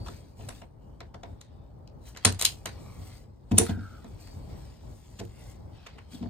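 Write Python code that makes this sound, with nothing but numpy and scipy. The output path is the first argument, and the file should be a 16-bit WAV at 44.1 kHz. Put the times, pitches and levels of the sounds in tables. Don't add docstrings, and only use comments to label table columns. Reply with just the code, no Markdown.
import sys
import numpy as np
from scipy import signal
from scipy.fft import rfft, irfft, next_fast_len
from scipy.io import wavfile
from scipy.ndimage import uniform_filter1d

SR = 44100
rng = np.random.default_rng(int(sys.argv[2]) if len(sys.argv) > 2 else 0)


def materialize(psi):
    bounded = np.clip(np.atleast_2d(psi).T, -1, 1)
    quanta = np.round(bounded * 32767).astype(np.int16)
    wavfile.write(sys.argv[1], SR, quanta)


N = 277389


def undb(db):
    return 10 ** (np.asarray(db) / 20)


def unit(x):
    return x / np.sqrt(np.mean(x ** 2))


def curve(s, v):
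    return np.interp(np.arange(N) / SR, s, v)


def colour(x, points):
    hz, db = np.transpose(points)
    size = next_fast_len(N)
    f = np.maximum(np.arange(size // 2 + 1) * SR / size, 1)
    gain = undb(np.interp(np.log(f), np.log(hz), db))
    return irfft(rfft(x, size) * gain, size)[..., :N]


def stereo(mid, side, like_hz):
    side = signal.sosfilt(signal.butter(2, like_hz, "high", fs=SR, output="sos"), side)
    return np.array([mid + side, mid - side])


def noise(points, like_hz):
    ends = [(points[0][0] / 2, -80)] + list(points) + [(points[-1][0] * 2, -60)]
    mid, side = colour(rng.standard_normal((2, N)), ends)
    return unit(stereo(mid, side, like_hz))


def walk(rate):
    k = int(SR / rate)
    held = np.repeat(rng.standard_normal(N // k + 1), k)
    return 2.0 * uniform_filter1d(uniform_filter1d(held, k), k)[:N]


def slow_pair(order, cutoff_hz):
    sos = signal.butter(order, cutoff_hz, fs=SR, output="sos")
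    return signal.sosfilt(sos, rng.standard_normal((2, N)))


def shift_up(slow, turn):
    return slow[0] * np.cos(turn) + slow[1] * np.sin(turn)


def rumble():
    # hz, density_db (dB per Hz)
    spectrum = [(18, -32), (30, -6), (102, -7), (174, -16.5), (326, -23), (352, -25), (431, -25),
                (464, -26.5), (601, -25.5), (737, -31), (809, -27.5), (2500, -60), (3250, -95.5),
                (5500, -120)]
    swell_db = .8 * walk(3) + 1.5 * walk(12)
    return undb(-49.5 + swell_db) * noise(spectrum, 190)


def room(x, t60, dark_hz, rise_ms, like_hz):
    echo_s, echo_spread_s, echo_db = .016, 0.0013, 3.5
    t = np.arange(int(.7 * SR)) / SR
    decay = 1000 ** (-t / t60)
    rise = np.clip(t / (rise_ms / 1000), 0, 1) ** 2
    echo = undb(echo_db * np.exp(-((t - echo_s) / echo_spread_s) ** 2))
    mid, side = rng.standard_normal((2, len(t))) * decay * rise * echo
    darken = signal.butter(1, dark_hz, fs=SR, output="sos")
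    tail = signal.sosfilt(darken, stereo(mid, side, like_hz))
    tail = tail / np.sqrt(np.sum(tail ** 2) / 2)
    return signal.fftconvolve(x[None], tail, axes=1)[:, :N]


def slide():
    # time_s, level_db, resonance_hz
    path = [(3.666, -46, 1392), (3.705, -53, 1433), (3.717, -50, 1575), (3.775, -58, 1465),
            (3.86, -51, 1430), (3.93, -57.5, 1400), (4.04, -64.5, 1300)]
    s, db, hz = np.transpose(path)
    slow = slow_pair(3, 145)
    turn = 2 * np.pi * np.cumsum(curve(s, hz)) / SR
    band = unit(shift_up(slow, turn))
    gate = curve([s[0] - .003, s[0], s[-1], s[-1] + 0.068], [0, 1, 1, 0])
    return gate * undb(curve(s, db) + 1.5 * walk(35)) * band


def strokes():
    # full_s (time of full pressure), swell_s, hold_s,
    # fade (dB per s), cloth_db, sheath_db, note_db, note_hz, glide (Hz per s)
    gestures = [(0.0, .02, 0.017, 150, -65.5, -65, -55.5, 4520, 4),
                (0.062, 0.037, 0.056, 84, -57.5, -57.5, -63, 4500, 889),
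                (0.395, 0.038, 0.2, 290, -61.5, -59.5, -73, 747, 4),
                (0.822, .04, 0.2, 59.5, -84, -81.5, -83, 3000, 0),
                (1.279, 0.086, 0.016, 105, -73, -72, -82, 2210, 3),
                (1.447, 0.41, 0.054, 66, -72.5, -97, -76.5, 3623, 3),
                (2.078, 0.057, 0.0062, 251, -57, -53.5, -65.5, 4100, 5.5),
                (2.247, 0.046, 0.04, 119.5, -50.5, -60, -73, 4800, -2),
                (2.394, 0.0041, 0.051, 166.5, -45, -39, -56, 3410, 7),
                (2.703, 0.068, 0.038, 83, -61, -71, -65, 4667, -4000),
                (2.798, 0.42, 0.28, 120, -65.5, -62.5, -67, 2367, -700),
                (2.777, 0.062, 0.27, 121.5, -83, -78, -64.5, 1099, 303),
                (3.035, 0.18, 0.13, 158.5, -60, -60, -67, 4380, 2599.5),
                (3.592, 0.072, 0.1, 215, -48, -50.5, -60.5, 3700, -0.5),
                (3.797, 0.043, 0.062, 6, -64.5, -66, -79.5, 3270, 11),
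                (4.208, 0.023, 0.039, 57, -62, -58.5, -61.5, 4635, -400),
                (4.506, 0.054, 0.13, 31.5, -63, -64.5, -73.5, 5500, 10.5),
                (4.943, 0.2, 0.26, 46.5, -68.5, -65.5, -73, 7100, -10),
                (5.399, 0.13, 0.12, 198, -61.5, -60, -67, 2100, 5),
                (5.757, 0.062, 0.14, 43, -62, -73.5, -71.5, 3100, 1),
                (6.125, 0.029, 0.024, 196, -55.5, -55, -64.5, 3250, 1),
                (6.145, 0.011, 0.011, 504, -70, -70, -62, 3900, -30000),
                (6.205, 0.12, 0.046, 100, -60.5, -72, -77, 4380, 6)]
    swell_range_db, shortest_swell_s = 17.5, .005
    still_db = [[-80], [-82.5]]
    note_width_hz = 240
    t = np.arange(N) / SR
    power, notes = undb(still_db) ** 2 * np.ones(N), np.zeros(N)
    slow = unit(slow_pair(2, note_width_hz / 2))
    waver = np.cumsum(.01 * walk(15)) / SR
    for s, swell, hold, fade, cloth_db, sheath_db, note_db, hz, glide in gestures:
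        rise_db = swell_range_db * np.maximum(s - t, 0) / max(swell, shortest_swell_s)
        fall_db = fade * np.maximum(t - s - hold, 0)
        shape_db = -rise_db - fall_db
        on = shape_db > -45
        shape, since = undb(shape_db[on]), t[on] - s
        power[:, on] += (undb([[cloth_db], [sheath_db]]) * shape) ** 2
        turn = 2 * np.pi * ((hz + glide * since / 2) * since + hz * waver[on])
        notes[on] += undb(note_db) * shape * shift_up(slow[:, on], turn)
    cloth_gain, sheath_gain = np.sqrt(power)
    return cloth_gain, sheath_gain, notes


def patchy(x):
    spec = signal.stft(x, nperseg=512)[2]
    db = rng.standard_normal(spec.shape[1:])
    db = uniform_filter1d(db, size=2, axis=0)
    db = uniform_filter1d(db, size=12, axis=1)
    streaked = spec * undb(3.2 * unit(db))
    return unit(signal.istft(streaked, nperseg=512)[1][:, :N])


def grain(slow_db, fast_db=1.1):
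    return undb(slow_db * walk(30) + fast_db * walk(400))


def rustle():
    # hz, density_db (dB per Hz)
    cloth_hiss = [(700, -1), (1100, -5), (1600, -6), (2200, -3.5), (2600, -5), (3300, -5.5), (3900, -5),
                  (4650, -4), (5800, -14)]
    # hz, density_db (dB per Hz)
    sheath_hiss = [(5000, 1), (7000, 0.5), (9500, 2.5), (13500, -1.5), (15500, -10.5)]
    crackle_per_s, crackle_db = 500, -12
    cloth_gain, sheath_gain, notes = strokes()
    catch = (rng.random(N) < crackle_per_s / SR) * rng.standard_normal(N)
    crackle_spectrum = [(300, -47.0)] + list(cloth_hiss) + [(12000, -24.5)]
    crackle = undb(crackle_db) * unit(colour(catch, crackle_spectrum))
    cloth = cloth_gain * (grain(.4) * patchy(noise(cloth_hiss, 3000)) + crackle)
    sheath = grain(.5) * sheath_gain * patchy(noise(sheath_hiss, 17000))
    return cloth + sheath + grain(1.5) * notes


def thuds():
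    # start_s, level_db (of modes from 170 to 320 Hz), and relative to that level
    # low_db (modes below 170 Hz), upper_db (320 to 500 Hz), top_db (above 500 Hz)
    knocks = [(0.063, -60, -37, 6, 24), (0.083, -42, -19, 1, 7), (0.394, -48.5, -5, -5, 11),
              (0.415, -49.5, 4, 5, 11), (0.485, -41.5, -24, -2, 10), (0.618, -47.5, -10.5, 0, 12),
              (1.008, -47.5, -1, 8.5, 14), (1.147, -44.5, -27, -0.5, 11.5), (1.234, -54.5, -6, 12.5, 26.5),
              (2.249, -37, 9.5, 2.5, 12.5), (2.258, -22, -3.5, -3.5, -5.5), (2.287, -36.5, -14.5, 2.5, 8),
              (2.323, -40.5, 9.5, -5.5, 2.5), (2.411, -62, 3, 12.5, 15.5), (2.423, -52.5, -0.5, 15, 6),
              (2.66, -40, -2, -1, 8), (2.989, -49, 12.5, 5, 8), (3.514, -15, -10, -13.5, -7.5),
              (3.534, -35, 11.5, 5.5, 10), (3.581, -16.5, -11.5, -5, -9.5), (3.592, -27, -10, 13.5, 8.5),
              (3.611, -33, -7, 1, 8), (3.636, -29, -10, -4, -15), (3.692, -19, -8.5, -11, -6),
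              (3.735, -34, 3.5, -4.5, -15), (3.772, -28.5, -5, -25, -8.5), (3.812, -38, 0.5, -12.5, -30),
              (4.044, -38.5, -14, -2, -2), (5.194, -34.5, -4, -3, -6), (5.204, -38, -8, 7, 7.5),
              (5.221, -44, 8.5, 5, -1), (5.242, -56.5, 9.5, -7.5, 7), (5.959, -44.5, 0, 1, 0),
              (6.132, -31.5, -29, -14.5, -8), (6.211, -28.5, -9, -18, -23), (6.228, -29.5, -19.5, -4, -1),
              (6.257, -29, -2, -14, -4)]
    # mode_hz, mode_db, t60_s
    board_modes = [(67.5, 0, 0.15), (95.4, 5.5, .15), (162, -10.5, .08), (222.6, 0.5, 0.048),
                   (229, -1, 0.07), (306.6, -7, 0.077), (354.7, -0.5, 0.06), (437, -5.5, 0.072),
                   (569, -6, 0.035), (700.4, -1, 0.026), (900, -7.5, 0.026)]
    rise_cycles = 1.8
    out, t = np.zeros(N + SR), np.arange(SR // 2) / SR
    for s, level_db, low_db, upper_db, top_db in knocks:
        at = slice(int(s * SR), int(s * SR) + len(t))
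        for hz, db, t60 in board_modes:
            share_db = low_db if hz < 170 else 0 if hz < 320 else upper_db if hz < 500 else top_db
            tune = 1 + .02 * rng.standard_normal()
            wave = np.sin(2 * np.pi * hz * tune * t) * 1000 ** (-t / t60)
            rise = 1 - np.exp(-t * hz / rise_cycles)
            out[at] += undb(level_db + share_db + db) * wave * rise
    return out[:N]


def ring(x, peaks):
    out = 0
    for k, (hz, width, db) in enumerate(peaks):
        b, a = signal.iirpeak(hz, hz / width, SR)
        out = out + (-1) ** k * undb(db) * signal.lfilter(b, a, x)
    return out


def tool(push, shares_db, touched_hz, tune, samples):
    # hz, width_hz, level_db
    handle_modes = [(600, 970, 13), (900, 290, -14.5), (1400, 820, -13.5), (2100, 720, 15)]
    # hz, width_hz, level_db
    jaw_modes = [(3000, 790, 4.9), (3900, 140, 11), (4800, 570, 5)]
    # hz, width_hz, level_db
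    blade_modes = [(6240, 1000, -0.5), (7870, 3500, -1.5), (10470, 360, 6), (12840, 680, -4.5)]
    parts = [ring(push, np.array(modes) * [tune, 1, 1]) for modes in (handle_modes, jaw_modes, blade_modes)]
    parts.append(ring(push, [(touched_hz, touched_hz / 6, 0)]))
    out = 0
    for part, db in zip(parts, shares_db):
        rms = np.sqrt(np.sum(part ** 2) / samples)
        out = out + undb(db) * part / rms
    return out


def ticks():
    # start_s, level_db, handles_db and blades_db (relative to level_db), contact_ms,
    # touched_hz (pitch of the touched part)
    contacts = [(0.058, -53.5, -6, -8, 19, 900), (0.081, -47.5, -3.5, -8, 5.8, 1240),
                (0.391, -62, -7, -15, 3.1, 2750), (0.405, -62, 1, -10, 7.3, 2750),
                (0.485, -43.5, -2, 7, 8, 7700), (0.614, -60, 6, -14, 7.7, 2865),
                (1.003, -57, 11, -18, 4.3, 3900), (1.14, -55, 7.5, -14, 6.9, 1980),
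                (1.2308, -55.5, 7.5, -13, 6.6, 3750), (1.409, -62, 3.5, 13.5, 6.4, 3880),
                (1.8734, -57.5, -21, -25, 4.1, 4100), (2.146, -61.5, 5, -10, 6.1, 3000),
                (2.1601, -50, 1, -19.5, 5, 1600), (2.1696, -45.5, -3.5, 1, 5.2, 4050),
                (2.2476, -16.5, -3.5, 5, 4.7, 8980), (2.253, -18, -17.5, 3, 3.1, 4170),
                (2.322, -41.5, -7, 6.5, 4.6, 7920), (2.391, -35.5, -12, 4.5, 6.2, 9100),
                (2.4116, -24, -7, 5.5, 3.2, 9900), (2.4202, -26.5, -13.5, 6, 5.4, 9300),
                (2.4476, -15, -34, 4, 6.8, 9130), (2.655, -32.5, -3.5, 5, 6.1, 8460),
                (3.5098, -47, 0.5, 0.5, 12.5, 2500), (3.571, -40.5, -9, -9, 9.9, 3780),
                (3.579, -21.5, -7, 12, 7.7, 10000), (3.666, -52, -11.5, 17, 1.24, 1400),
                (3.689, -49.5, -2, -5, 13, 3200), (4.042, -58, 0, -2, 5, 900),
                (4.269, -62, 3, -11.5, 7.3, 4340), (5.186, -48, -1, 0, 18, 3900),
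                (5.249, -58.5, -25, 6.5, 4.4, 9000), (5.86, -51.5, 2, -4, 13, 2620),
                (5.98, -71, 19, -34, 11.7, 2640), (6.223, -60, 1, -17, 8.5, 3200),
                (6.257, -71, 8, -18, 6, 800)]
    near, far, t = np.zeros(N + 4096), np.zeros(N + 4096), np.arange(3072) / SR
    impulse = 1. * (t == 0)
    for s, level_db, handles_db, blades_db, ms, hz in contacts:
        hold = max(ms, 1) / 1000
        grit = rng.standard_normal(len(t)) * undb(2.5 * rng.standard_normal(len(t)))
        grit *= np.sin(np.pi * np.clip(t / hold, 0, 1) ** 4.7) ** 0.2
        at = slice(int(s * SR), int(s * SR) + len(t))
        tune = 1 + .05 * rng.standard_normal()
        touched_db = max(handles_db, 0, blades_db) - 0.5
        near_db = (handles_db, 0, blades_db, touched_db)
        far_db = (handles_db + 5.5, 0, blades_db, touched_db + 0.5)
        near[at] += undb(level_db) * tool(grit, near_db, hz, tune, hold * SR)
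        far[at] += undb(level_db) * tool(impulse, far_db, hz, tune, hold * SR)
    return near[:N], far[:N]


def ports(x):
    # hz, lag_rad (left behind right),
    # step_db (left minus right)
    port_steps = [(1500, 0, 0), (2200, -1.4, -1), (3700, -1.1, 2), (4500, 2.2, 4), (5000, 3.5, 5),
                  (6800, 5, 5), (8000, 6.3, 0), (16000, 15.4, 0)]
    hz, lag, db = np.transpose(port_steps)
    size = next_fast_len(N)
    f = np.arange(size // 2 + 1) * SR / size
    left = undb(np.interp(f, hz, db) / 2) * np.exp(-.5j * np.interp(f, hz, lag))
    return irfft(rfft(x, size) * np.array([left, 1 / left]), size)[:, :N]


def lag_left(x):
    lag_ms = 0.28
    at = np.arange(N)
    return np.array([np.interp(at - lag_ms * SR / 1000, at, x[0]), x[1]])


def scene():
    (snap, blow), knock = ticks(), thuds()
    knock = knock * undb(1.8 * walk(150))
    rattle_db = 1.5 * walk(200)
    tick_tails = undb(-8 + rattle_db) * room(blow, 0.17, 5800, 5, 600)
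    thud_tails = undb(-9.5) * room(knock, 0.18, 1500, 3.0, 140)
    below = undb([[.6], [-.6]]) * knock + undb([[.9], [-.9]]) * rumble()
    return ports(snap + rustle()) + lag_left(below) + slide() + tick_tails + thud_tails


def record(dry):
    # hz, gain_db
    tone = [(22, -29.5), (48, 4.5), (9900, -2.5), (10500, -18.5), (11400, -14), (12200, -5.5), (15000, -3)]
    rounded = np.tanh(colour(dry, tone))
    top_cut = signal.ellip(8, .2, 70, 16550, fs=SR, output="sos")
    return signal.sosfilt(top_cut, rounded)


dry = scene()
out = record(dry)
materialize(out)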